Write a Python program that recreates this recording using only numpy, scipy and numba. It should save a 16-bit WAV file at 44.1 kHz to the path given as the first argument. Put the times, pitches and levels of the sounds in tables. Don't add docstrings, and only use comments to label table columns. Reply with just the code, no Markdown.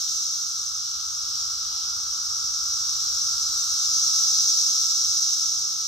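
import sys
import numpy as np
from scipy import signal
from scipy.fft import rfft, irfft, next_fast_len
from scipy.io import wavfile
from scipy.ndimage import map_coordinates
from numba import njit

SR = 44100
rng = np.random.default_rng(int(sys.argv[2]) if len(sys.argv) > 2 else 0)


def master(y):
    cut = np.clip(np.atleast_2d(y).T, -1, 1)
    pcm = np.round(cut * 32767)
    wavfile.write(sys.argv[1], SR, pcm.astype(np.int16))


N = 258867
TIME = np.arange(N) / SR
SIZE = next_fast_len(N)
FREQS = np.arange(SIZE // 2 + 1) * SR / SIZE

# (time [s], level of the ring [dB], level of the rasp [dB])
BUZZ_WAVE = [(0.0, -29.5, -38.5), (0.13, -28, -38.5), (0.33, -28, -40.5), (0.42, -30, -40.5),
             (0.85, -31.5, -43), (1.17, -31, -42.5), (1.43, -29.5, -41), (1.58, -31, -42.5),
             (2.12, -29.5, -42), (2.75, -28, -39.5), (3.3, -26.5, -38), (3.62, -27.5, -37),
             (4.02, -23, -35), (4.5, -22, -33.5), (4.82, -24.2, -35.5), (5.15, -24, -36),
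             (5.45, -25.5, -37.5), (5.77, -28.6, -41), (5.87, -29.5, -39.5)]
# (time [s], resonance [Hz])
ABDOMEN_PITCH = [(0.0, 5790), (1.15, 5650), (1.3, 5570), (1.88, 5626), (4.4, 5700), (5.87, 5730)]
# (frequency [Hz], relative level [dB])
RASP_SPECTRUM = [(1800, -39), (2450, -25.5), (3100, -15), (3700, -2.4), (4200, 1.0), (4800, .3), (5200, 2),
                 (6900, -1.2), (7900, -3.2), (8700, -8), (9300, -18), (10400, -21), (11400, -15.3),
                 (12500, -16.8), (14000, -17.3), (15000, -22), (15700, -33)]
# (frequency [Hz], relative level [dB])
FAR_BUZZ_SPECTRUM = [(1900, -31), (2350, -21), (2600, -15.5), (3100, -5.5), (3700, 2.5), (4300, 4.5),
                     (5500, -0.5), (8000, -48)]
# (frequency [Hz], relative level [dB])
MURMUR_SPECTRUM = [(600, -42), (750, -22), (860, -12.5), (1030, -14), (1110, -6), (1190, 1), (1335, 3.5),
                   (1490, -5), (1580, -15), (1730, -21), (1860, -32.5), (2400, -41)]
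# (nominal time at the bottom [s],
# lowest pitch at the group's middle [Hz], relative level [dB], length of the slur [s])
SLUR_GROUPS = [(.75, 835, -67, 0.28), (1.48, 880, -63.5, .45), (1.88, 855, -60.5, .36),
               (3.449, 840, -63.5, .33), (4.5, 850, -59.5, 0.61), (5.4, 950, -64, 0.21),
               (5.699, 845, -63, 0.37)]
# (frequency [Hz], relative level [dB])
AIR_SPECTRUM = [(20, -15), (32, -21), (45, -6), (70, 0), (100, -5.5), (125, -8), (160, -11.5), (230, -17),
                (420, -17), (640, -19), (1800, -21), (4000, -29)]
# (frequency [Hz], relative level [dB])
ENGINE_HUM = [(70, -11), (122, -10.5)]
# (time [s], relative level [dB])
RUMBLE_LEVEL = [(0, -60), (0.7, -59.5), (0.92, -58), (1.15, -59), (1.3, -56), (2.9, -55.5), (3.6, -54.5),
                (4.4, -56.5), (5.3, -59), (5.87, -57)]
# (time [s], level [dB])
RUMBLE_SURGES = [(1.3, -54), (5.08, -53), (5.6, -60)]
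# (frequency [Hz], likeness [-1 to 1], lead of the left [rad])
MIC_PORTS = [(70, .998, 0), (140, .93, 0), (300, .25, 0), (620, -.28, 0), (1350, -.25, 0), (1800, .7, 0),
             (2600, .25, 0), (4200, .4, -.1), (4650, .25, -1.5), (5000, .52, -2), (5300, .3, -.6),
             (5700, .63, .45), (6500, .87, 1.15), (8500, .83, 2.4), (10000, .96, 3.14), (12500, .62, 4.7),
             (15000, .6, 6.4)]

DRONE_DB, DRONE_CREST_S, DRONE_HOLD_S = -42.5, 2.75, 1.47
DRONE_RISE_DB_PER_S, DRONE_FALL_DB_PER_S = 1.58, 3
TOP_HZ = 15400


def undb(db):
    return 10 ** (np.asarray(db) / 20)


def unit(x):
    return x / np.sqrt(np.mean(x ** 2))


def curves(table):
    s, *columns = np.transpose(table)
    return [np.interp(TIME, s, column) for column in columns]


def spectra(table):
    hz, *columns = np.transpose(table)
    return [np.interp(np.log(FREQS + 1), np.log(hz), column) for column in columns]


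def colour(x, table):
    gain = undb(spectra(table)[0])
    return unit(irfft(rfft(x, SIZE) * gain, SIZE)[..., :N])


def walk(rate, t=TIME):
    points = rng.standard_normal(4096)
    return np.interp(t * rate + rng.random(), np.arange(len(points)), points)


@njit
def resonate(x, hz, width):
    y, band, low = np.empty(len(x)), 0., 0.
    for i in range(len(x)):
        g = np.tan(np.pi * hz[i] / SR)
        damping = width / hz[i]
        v = (band + g * (x[i] - low)) / (1 + g * (g + damping))
        band = 2 * v - band
        low = low + 2 * g * v
        y[i] = damping * v
    return y


def ports(pair):
    likeness, lead = spectra(MIC_PORTS)
    likeness = np.clip(likeness, -1, 1)
    shares = np.sqrt([(1 + likeness) / 2, (1 - likeness) / 2])
    common, apart = rfft(pair, SIZE) * shares
    turn = np.exp(1j * lead / 2)
    left, right = (common + apart) * turn, (common - apart) / turn
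    return irfft(np.array([left, right]), SIZE)[:, :N]


def pan(pair, left_db):
    return pair * undb([[left_db / 2], [-left_db / 2]])


def shimmer(pair, size=2048):
    depth_db, strand_hz, strand_s = 1.85, 45, .05
    overlap = size * 3 // 4
    hz, s, bands = signal.stft(pair, SR, nperseg=size, noverlap=overlap)
    chance = rng.standard_normal((512, 512))
    places = np.meshgrid(hz / strand_hz, s / strand_s, indexing="ij")
    flare = map_coordinates(chance, places, order=2, mode="mirror")
    flared = bands * undb(depth_db * flare)
    return signal.istft(flared, SR, nperseg=size, noverlap=overlap)[1][:, :N]


def tymbal(rate_hz, waver=.025, burst=0.16, scatter=0.88, throb_db=1.8, throb_hz=11):
    phase = (np.cumsum(rate_hz * (1 + waver * walk(9))) / SR + rng.random()) % 1
    bursts = (np.exp(-phase / burst) + scatter) * rng.standard_normal(N)
    own_throb_hz = throb_hz * 2 ** rng.uniform(-.5, 0.46)
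    throb = np.sin(2 * np.pi * (TIME * own_throb_hz + rng.random()))
    return bursts * undb(throb_db * throb)


def buzzers(ring_hz, count=22, rate_hz=190):
    ring, rasp = 0, 0
    width_hz, spread = 1040., .069
    for detune in spread * np.arctanh(np.linspace(-1, 1, count + 2)[1:-1]):
        clicks = tymbal(rate_hz * 2 ** rng.uniform(-1, 1))
        hz = ring_hz * (1 + detune)
        ring = ring + resonate(resonate(clicks, hz, width_hz), hz, width_hz)
        rasp = rasp + clicks
    return unit(ring), colour(rasp, RASP_SPECTRUM)


def near_buzzers(ring_hz, count=6, rate_hz=290, waver=.012, spread=0.074, width_hz=1000.0, click_db=1.5):
    out = 0
    for detune in spread * np.linspace(-1, 1, count):
        own_rate_hz = rate_hz * 2 ** rng.uniform(-.5, .5)
        turns = np.cumsum(own_rate_hz * (1 + waver * walk(14))) / SR
        clicks = np.diff(np.floor(turns), prepend=0) * undb(click_db * walk(200))
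        hz = ring_hz * (1 + detune)
        out = out + unit(resonate(resonate(clicks, hz, width_hz), hz, width_hz))
    return unit(out)


def chorus(ring_db=-0.9, near_db=-6.5, rasp_db=8.3):
    ring_wave_db, rasp_wave_db = curves(BUZZ_WAVE)
    ring_hz, = curves(ABDOMEN_PITCH)
    trees = []
    for _ in range(2):
        ring, rasp = buzzers(ring_hz)
        ring = undb(ring_db) * ring + undb(near_db) * near_buzzers(ring_hz)
        trees.append(ring * undb(ring_wave_db) + rasp * undb(rasp_wave_db + rasp_db))
    return shimmer(np.array(trees))


def far_buzzers(level_db=-45.0, sway_db=3.2):
    rasp = colour(rng.standard_normal((2, N)), FAR_BUZZ_SPECTRUM)
    return ports(shimmer(rasp)) * undb(level_db + sway_db * walk(6))


def droners(count=16, pitch_hz=1320, spread_hz=45, waver_hz=8, call_s=3.5,
            slur_s=0.39, slur_hz=480, fade_db=1.0, size=8):
    t = np.arange(N // size + 1) * size / SR
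    voices = 0
    for rank in np.linspace(-1, 1, count + 2)[1:-1]:
        own_hz = pitch_hz - spread_hz * np.sign(rank) * np.log(1 - abs(rank))
        age = (t + call_s * rng.random()) % call_s
        slur = np.clip(1 - (call_s - age) / slur_s, 0, 1)
        hz = own_hz + waver_hz * walk(35, t) - slur_hz * np.sin(np.pi / 2 * slur)
        attack = np.minimum(age / 0.2, 1)
        loudness = attack * (1 - slur) * undb(fade_db * walk(11, t))
        turns = np.cumsum(hz) * size / SR + rng.random()
        voices = voices + loudness * np.sin(2 * np.pi * turns)
    return unit(signal.resample_poly(voices, size, 1)[:N])


def held_note(pitch_hz=1336, drift_hz=9, tremble_hz=17, tremble_db=2.2, fade_db=2):
    hz = pitch_hz + drift_hz * walk(9) + tremble_hz * walk(110)
    tone = np.sin(2 * np.pi * np.cumsum(hz) / SR)
    return unit(tone * undb(tremble_db * walk(60) + fade_db * walk(7)))


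def drone(voices_db=-4.5, murmur_db=-3, core_db=-6.5, core_crest_s=3.95, core_fade_db_per_s=1.53):
    voices = np.array([droners() for _ in range(2)])
    murmur = colour(rng.standard_normal((2, N)), MURMUR_SPECTRUM)
    woods = ports(undb(voices_db) * voices + undb(murmur_db) * murmur)
    core = pan(held_note(), left_db=2)
    core = core * undb(core_db - core_fade_db_per_s * abs(TIME - core_crest_s))
    before_s = np.maximum(DRONE_CREST_S - TIME, 0)
    after_s = np.maximum(TIME - DRONE_CREST_S - DRONE_HOLD_S, 0)
    swell_db = DRONE_DB - DRONE_RISE_DB_PER_S * before_s - DRONE_FALL_DB_PER_S * after_s
    return (woods + core) * undb(swell_db)


def background(air_db=1, hum_waver=0.0273, hum_fade_db=3):
    air = ports(colour(rng.standard_normal((2, N)), AIR_SPECTRUM))
    hum = 0
    for hz, db in ENGINE_HUM:
        turns = np.cumsum(hz * (1 + hum_waver * walk(5.0))) / SR
        hum = hum + np.sin(2 * np.pi * turns) * undb(db + hum_fade_db * walk(5.9))
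    return (undb(air_db) * air + hum) * undb(curves(RUMBLE_LEVEL)[0])


def slurs(top_hz=1120, release_s=0.11, blur_hz=38, straggle_s=.055, spread_hz=42, count=3):
    out = 0
    for group_s, group_hz, db, fall_s in SLUR_GROUPS:
        for rank in np.linspace(-1, 1, count):
            left_s = group_s + straggle_s * rng.standard_normal() - TIME
            low_hz = group_hz + spread_hz * rank
            to_go = np.clip(left_s / fall_s, 0, 1)
            hz = low_hz + (top_hz - low_hz) * to_go ** 2
            phase = 2 * np.pi * np.cumsum(hz) / SR
            attack = np.minimum(2 * (1 - to_go), 1)
            release = np.clip(left_s / release_s + .5, 0, 1)
            voice = np.array([walk(blur_hz), walk(blur_hz)]) * np.sin(phase)
            out = out + undb(db) * attack * release * unit(voice)
    return ports(out / np.sqrt(count))


def surges(centre_hz=72, width_hz=38.0, length_s=0.042):
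    centre = np.full(N, 1. * centre_hz)
    noise = rng.standard_normal(N)
    low = unit(resonate(resonate(noise, centre, width_hz), centre, width_hz))
    return low * sum(undb(db) * np.exp(-((TIME - s) / length_s) ** 2) for s, db in RUMBLE_SURGES)


def scene():
    buzz = ports(chorus()) + far_buzzers()
    hollow = drone() + slurs()
    return pan(buzz, left_db=-0.47) + pan(hollow, left_db=1.5) + background() + surges()


def record(dry):
    low_pass = signal.ellip(8, .2, 70, TOP_HZ, fs=SR, output="sos")
    return signal.sosfilt(low_pass, dry)


dry = scene()
out = record(dry)
master(out)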